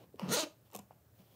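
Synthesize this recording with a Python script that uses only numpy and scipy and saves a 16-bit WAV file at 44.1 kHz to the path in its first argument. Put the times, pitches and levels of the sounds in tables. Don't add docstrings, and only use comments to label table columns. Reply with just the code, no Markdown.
import sys
import numpy as np
from scipy import signal
from scipy.fft import rfft, irfft
from scipy.io import wavfile
from scipy.ndimage import uniform_filter1d

SR = 44100
rng = np.random.default_rng(int(sys.argv[2]) if len(sys.argv) > 2 else 0)


def output_pcm(signal):
    pcm = np.clip(np.atleast_2d(signal).T, -1, 1) * 32767
    wavfile.write(sys.argv[1], SR, np.round(pcm).astype(np.int16))


N = 59535
TIME = np.arange(N) / SR
HZ = np.maximum(np.arange(N + 1) * SR / (2 * N), 1)

# pitch_hz, relative_level_db
FABRIC_TONE = [(200, -9), (300, -5), (520, 1), (700, -6), (1000, 0), (1500, -16), (2300, -16), (2950, -13),
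               (3500, -25.5), (5500, -23), (7300, -37), (12000, -36.5)]


def zipper():
    # time_s, teeth_per_s
    slider_speed = [(.215, 90), (.26, 120), (.287, 159), (.298, 206), (.313, 251), (.321, 383), (.326, 428),
                    (.346, 518), (.36, 466), (.369, 320), (.379, 279), (.398, 333), (.44, 297)]
    start_s, stop_s, jitter_s = .21, .448, .00002
    anchor_s = .3269
    speed = curve(slider_speed)
    teeth_passed = np.cumsum(speed) / SR
    teeth_passed -= np.interp(anchor_s, TIME, teeth_passed)
    tooth_times = np.interp(np.arange(-60, 120), teeth_passed, TIME)
    pulling = (tooth_times > start_s) & (tooth_times < stop_s)
    tooth_times += jitter_s * rng.standard_normal(len(tooth_times))
    teeth = clicks(tooth_times, pulling)
    return tooth_rasp(teeth, speed) + shell_ring(teeth)


def tooth_rasp(teeth, speed):
    # time_s, level_db
    snap_force = [(.205, -78), (.218, -86), (.279, -67), (.287, -44.5), (.312, -39.5), (.325, -33),
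                  (.34, -29.5), (.358, -34.5), (.38, -34), (.403, -34), (.425, -41.5), (.44, -44),
                  (.447, -62), (.46, -110)]
    # pitch_hz, relative_level_db
    side_tone = [(350, -42.5), (600, 1), (746, -27), (966, -3.5), (1230, -32.5), (1430, 1.5), (1620, -21),
                 (1780, -0.5), (2540, -10), (2910, -1.5), (3160, -11), (3380, -3.5), (4310, -2.5),
                 (4880, -12), (6230, 1), (7540, -11.5), (8400, -3.5), (11800, -11.5), (15500, -9.5)]
    # pitch_hz, relative_level_db
    back_tone = [(440, -32), (750, -10), (862, -5), (1060, -10.5), (1280, -12.5), (2070, -14.5), (3020, -5),
                 (3390, -8), (3940, -2), (4370, -1.5), (5020, -7.5), (6630, -3.5), (7720, -12), (8990, -10),
                 (9700, -19), (10600, -17), (15500, -20)]
    decay_s, bright_teeth_per_s, dull_hz = .0012, 333, 3780
    corner_s, turn_s = .354, .015
    scrape = fade(teeth, decay_s) * rng.standard_normal(N)
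    crack = .99 * np.sqrt(decay_s * SR / 2) * slider_echoes(teeth)
    snap = steady(scrape + crack, samples=550) * from_db(curve(snap_force))
    brightness = np.clip(speed / bright_teeth_per_s, 0, 1) ** 2
    dull_snap = butter_filter(snap, 1, dull_hz, "low")
    snap = brightness * snap + (1 - brightness) * dull_snap
    side_share = brightness * np.clip((corner_s - TIME) / turn_s + .5, 0, 1)
    return side_share * colour(snap, side_tone) + (1 - side_share) * colour(snap, back_tone)


def slider_echoes(x, feedback=.9):
    for delay_samples in (3, 7, 11, 17):
        loop = np.r_[1, np.zeros(delay_samples - 1), -feedback]
        x = signal.lfilter(loop[::-1], loop, x)
    return x


def shell_ring(teeth):
    # pitch_hz, relative_level_db, ring_s (time to fall by 60 dB)
    resonances = [(310, -9, 0.021), (440, 0.5, 0.024), (613, -1.5, .028), (920, -13, 0.016),
                  (1240, -3, 0.013), (1416, -2.5, 0.011)]
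    # time_s, level_db
    push = [(.205, -66.5), (.22, -60), (.28, -57.5), (.3, -46.5), (.32, -37.5), (.337, -34.5), (.36, -37.5),
            (.388, -34), (.415, -45.5), (.43, -42), (.441, -41.5), (.452, -70), (.47, -110)]
    shell = 0
    for k, (pitch_hz, level_db, ring_s) in enumerate(resonances):
        direction = (-1) ** k
        shell += direction * from_db(level_db) * ring(teeth, pitch_hz, ring_s)
    return steady(shell, samples=400) * from_db(curve(push))


def lid_drumming(pitch_hz=190.6, width_hz=97):
    # time_s, level_db
    boom_level = [(.205, -74), (.226, -44), (.24, -44), (.275, -42.5), (.298, -38.5), (.325, -41.5),
                  (.342, -54.5), (.37, -50), (.385, -75), (.42, -100)]
    band_hz = [pitch_hz - width_hz / 2, pitch_hz + width_hz / 2]
    boom = butter_filter(rng.standard_normal(N), 2, band_hz, "band")
    return steady(boom, samples=700) * from_db(curve(boom_level))


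def slider_catches():
    # start_s, relative_level_db, treble_tilt_db_per_octave
    catches = [(.1955, -14, 2.5), (.2158, -17.5, -0.2)]
    return bursts(catches, FABRIC_TONE)


def metal_ticks():
    # start_s, relative_level_db, treble_tilt_db_per_octave
    touches = [(0.1588, -42, -6.5), (.2035, -36, 1), (.7022, -35, -9.5), (0.7144, -37, 0.5),
               (0.723, -37, -5.5), (.7328, -28.5, 5.5), (.7415, -30.5, -2), (.7475, -25.5, -3),
               (.7494, -19.5, 0.5), (.7531, -20.5, -2), (.7622, -16, 2.5), (.772, -27.5, 0),
               (.7891, -27, -6.5), (.7918, -25.5, 2), (.795, -35, -5)]
    # pitch_hz, relative_level_db
    metal_tone = [(710, -27), (1200, -15), (1650, -28), (2480, -5), (4620, -10), (5430, -6.5), (6370, -4.5),
                  (7250, 0.5), (7980, -7), (8700, -5.5), (9370, -15.5), (10100, -2), (11400, -14.5),
                  (12900, -1.5), (15500, -11.5)]
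    return bursts(touches, metal_tone)


def knocks_and_stop_echo():
    # start_s, peak_db, pitch_hz, swell_s
    brief_tones = [(0.1422, -43.5, 415, 0.0017), (.151, -49.5, 232, 0.0026), (.227, -33.5, 181, 0.0087),
                   (.287, -36.5, 139.6, 0.0055), (.312, -30.5, 205.4, .006), (.431, -35.5, 314.4, 0.0047),
                   (.466, -44, 600, 0.0031), (.7305, -52.5, 920, 0.0014), (0.7404, -47, 393, 0.001),
                   (.748, -40.5, 741, 0.0022), (.7505, -47.5, 1080, 0.0032), (.7535, -41, 470, 0.0017),
                   (.748, -47, 206.4, 0.0094), (.7885, -45.5, 754, 0.0019), (.792, -49, 206, 0.0052),
                   (0.9084, -44, 769, 0.00081), (0.967, -60.5, 116.6, 0.003), (1.193, -54.5, 191, 0.0063)]
    sound = 0
    for start_s, peak_db, pitch_hz, swell_s in brief_tones:
        age = np.maximum(TIME - start_s, 0)
        envelope = age / swell_s * np.exp(1 - age / swell_s)
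        sound += from_db(peak_db) * envelope * np.sin(2 * np.pi * pitch_hz * age)
    return sound


def drags_and_tap_tail():
    # start_s, length_s, level_db, treble_tilt_db_per_octave
    swells = [(.2, 0.0084, -51, 1), (.2175, 0.14, -49.5, 0.5), (.425, 0.018, -46, 2.5),
              (.733, 0.031, -57, 0), (.789, 0.0098, -58, -2), (.912, 0.0072, -64.5, -1.5)]
    return grainy_noise(swells, FABRIC_TONE)


def hand_brushes():
    # start_s, length_s, level_db, treble_tilt_db_per_octave
    strokes = [(0, 0.041, -58.5, -2), (.655, 0.023, -71, 1.5), (1.155, 0.044, -71, 3.5),
               (1.19, 0.031, -66.5, 0.5), (1.24, 0.14, -70.5, 1.5), (1.315, 0.032, -69.5, 1)]
    # pitch_hz, relative_level_db
    brush_tone = [(130, 2.5), (250, -4), (600, -2), (1000, -10.5), (1800, -19), (3200, -13), (5000, -20.5),
                  (9000, -26.5), (15000, -18)]
    return grainy_noise(strokes, brush_tone)


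def room_echo(x, ring_s=.24, delay_s=.01, level_db=-10.5):
    tail = rng.standard_normal(N) * from_db(-60 * TIME / ring_s) * (TIME > delay_s)
    tail /= np.linalg.norm(tail)
    treble_loss = from_db(-1.55 * np.log2(np.maximum(HZ / 1000, 1)))
    tail = irfft(rfft(tail, 2 * N) * treble_loss)[:N]
    return from_db(level_db) * signal.fftconvolve(x, tail)[:N]


def room_tone(noise_db=-66.5, hum_hz=116, hum_db=-72.5):
    # pitch_hz, relative_level_db
    noise_tone = [(25, -35.5), (45, -32), (62, -10.5), (80, -1), (115, 1.5), (160, -2.5), (220, -9),
                  (330, -12.5), (470, -13), (620, -13), (900, -21.5), (1400, -23.5), (2500, -30),
                  (4200, -31.5), (7000, -31.5), (11000, -31.5), (13000, -25), (15500, -25.5)]
    hum = np.sqrt(2) * np.sin(2 * np.pi * (hum_hz * TIME + rng.random()))
    noise = colour(rng.standard_normal(N), noise_tone)
    return from_db(noise_db) * noise + from_db(hum_db) * hum


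def bursts(touches, tone, gain_db=-19, decay_s=.0012):
    sound = 0
    for start_s, level_db, tilt_db in touches:
        hit = clicks(np.array([start_s]), from_db(level_db + gain_db))
        burst = fade(hit, decay_s) * rng.standard_normal(N)
        sound += colour(burst, tone, tilt_db)
    return sound


def grainy_noise(swells, tone, grain_db=3, rise_s=.0087, fall_s=.011):
    sound = 0
    for start_s, length_s, level_db, tilt_db in swells:
        age = TIME - start_s
        envelope = np.exp(np.minimum(age, 0) / rise_s - np.maximum(age - length_s, 0) / fall_s)
        noise = rng.standard_normal(N)
        grain = from_db(grain_db * np.minimum(rng.exponential(1, N), 5))
        sound += from_db(level_db) * colour(unit_power(noise * grain) * envelope, tone, tilt_db)
    return sound


def colour(x, tone, tilt_db=0):
    pitch_hz, level_db = np.transpose(tone)
    octaves = np.log2(HZ / pitch_hz[0])
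    shape_db = np.interp(np.log(HZ), np.log(pitch_hz), level_db) + tilt_db * octaves
    shape_db -= 18 * np.clip(-octaves, 0, 3)
    cepstrum = irfft(np.log(unit_power(from_db(shape_db))))
    cepstrum[1:N] *= 2
    cepstrum[N + 1:] = 0
    return irfft(rfft(x, 2 * N) * np.exp(rfft(cepstrum)))[:N]


def clicks(times_s, sizes):
    position = np.clip(times_s * SR, 0, N - 2)
    whole, part = position.astype(int), position % 1
    return np.bincount(whole, sizes * (1 - part), N) + np.bincount(whole + 1, sizes * part, N) + 1e-18


def fade(x, decay_s):
    return signal.lfilter([1], [1, -np.exp(-1 / (decay_s * SR))], x)


def ring(x, pitch_hz, ring_s):
    decay = from_db(-60 / (ring_s * SR))
    angle = 2 * np.pi * pitch_hz / SR
    return signal.lfilter([.5, 0, -.5], [1, -2 * decay * np.cos(angle), decay ** 2], x)


def butter_filter(x, order, edge_hz, keep):
    return signal.sosfilt(signal.butter(order, edge_hz, keep, fs=SR, output="sos"), x)


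def steady(x, samples):
    power = np.abs(uniform_filter1d(x * x, samples))
    return x / np.sqrt(power + 1e-4 * np.mean(x * x))


def curve(rows):
    return np.interp(TIME, *np.transpose(rows))


def unit_power(x):
    return x / np.sqrt(np.mean(x ** 2) + 1e-20)


def from_db(db):
    return 10 ** (np.asarray(db) / 20)


def scene():
    ticks = metal_ticks()
    case = zipper() + lid_drumming() + slider_catches() + ticks
    case += knocks_and_stop_echo() + drags_and_tap_tail() + hand_brushes()
    case = butter_filter(case, order=4, edge_hz=115, keep="high")
    hiss = butter_filter(rng.standard_normal(N), order=2, edge_hz=11300, keep="high")
    side = from_db(-83) * unit_power(hiss) + from_db(-18) * ticks
    centre = case + room_echo(case) + room_tone()
    return np.array([centre + side, centre - side])


def record(dry, peak_limit=.14, cutoff_hz=15650):
    rounded = peak_limit * np.tanh(dry / peak_limit)
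    return signal.sosfilt(signal.ellip(12, .1, 80, cutoff_hz, fs=SR, output="sos"), rounded)


dry = scene()
out = record(dry)
output_pcm(out)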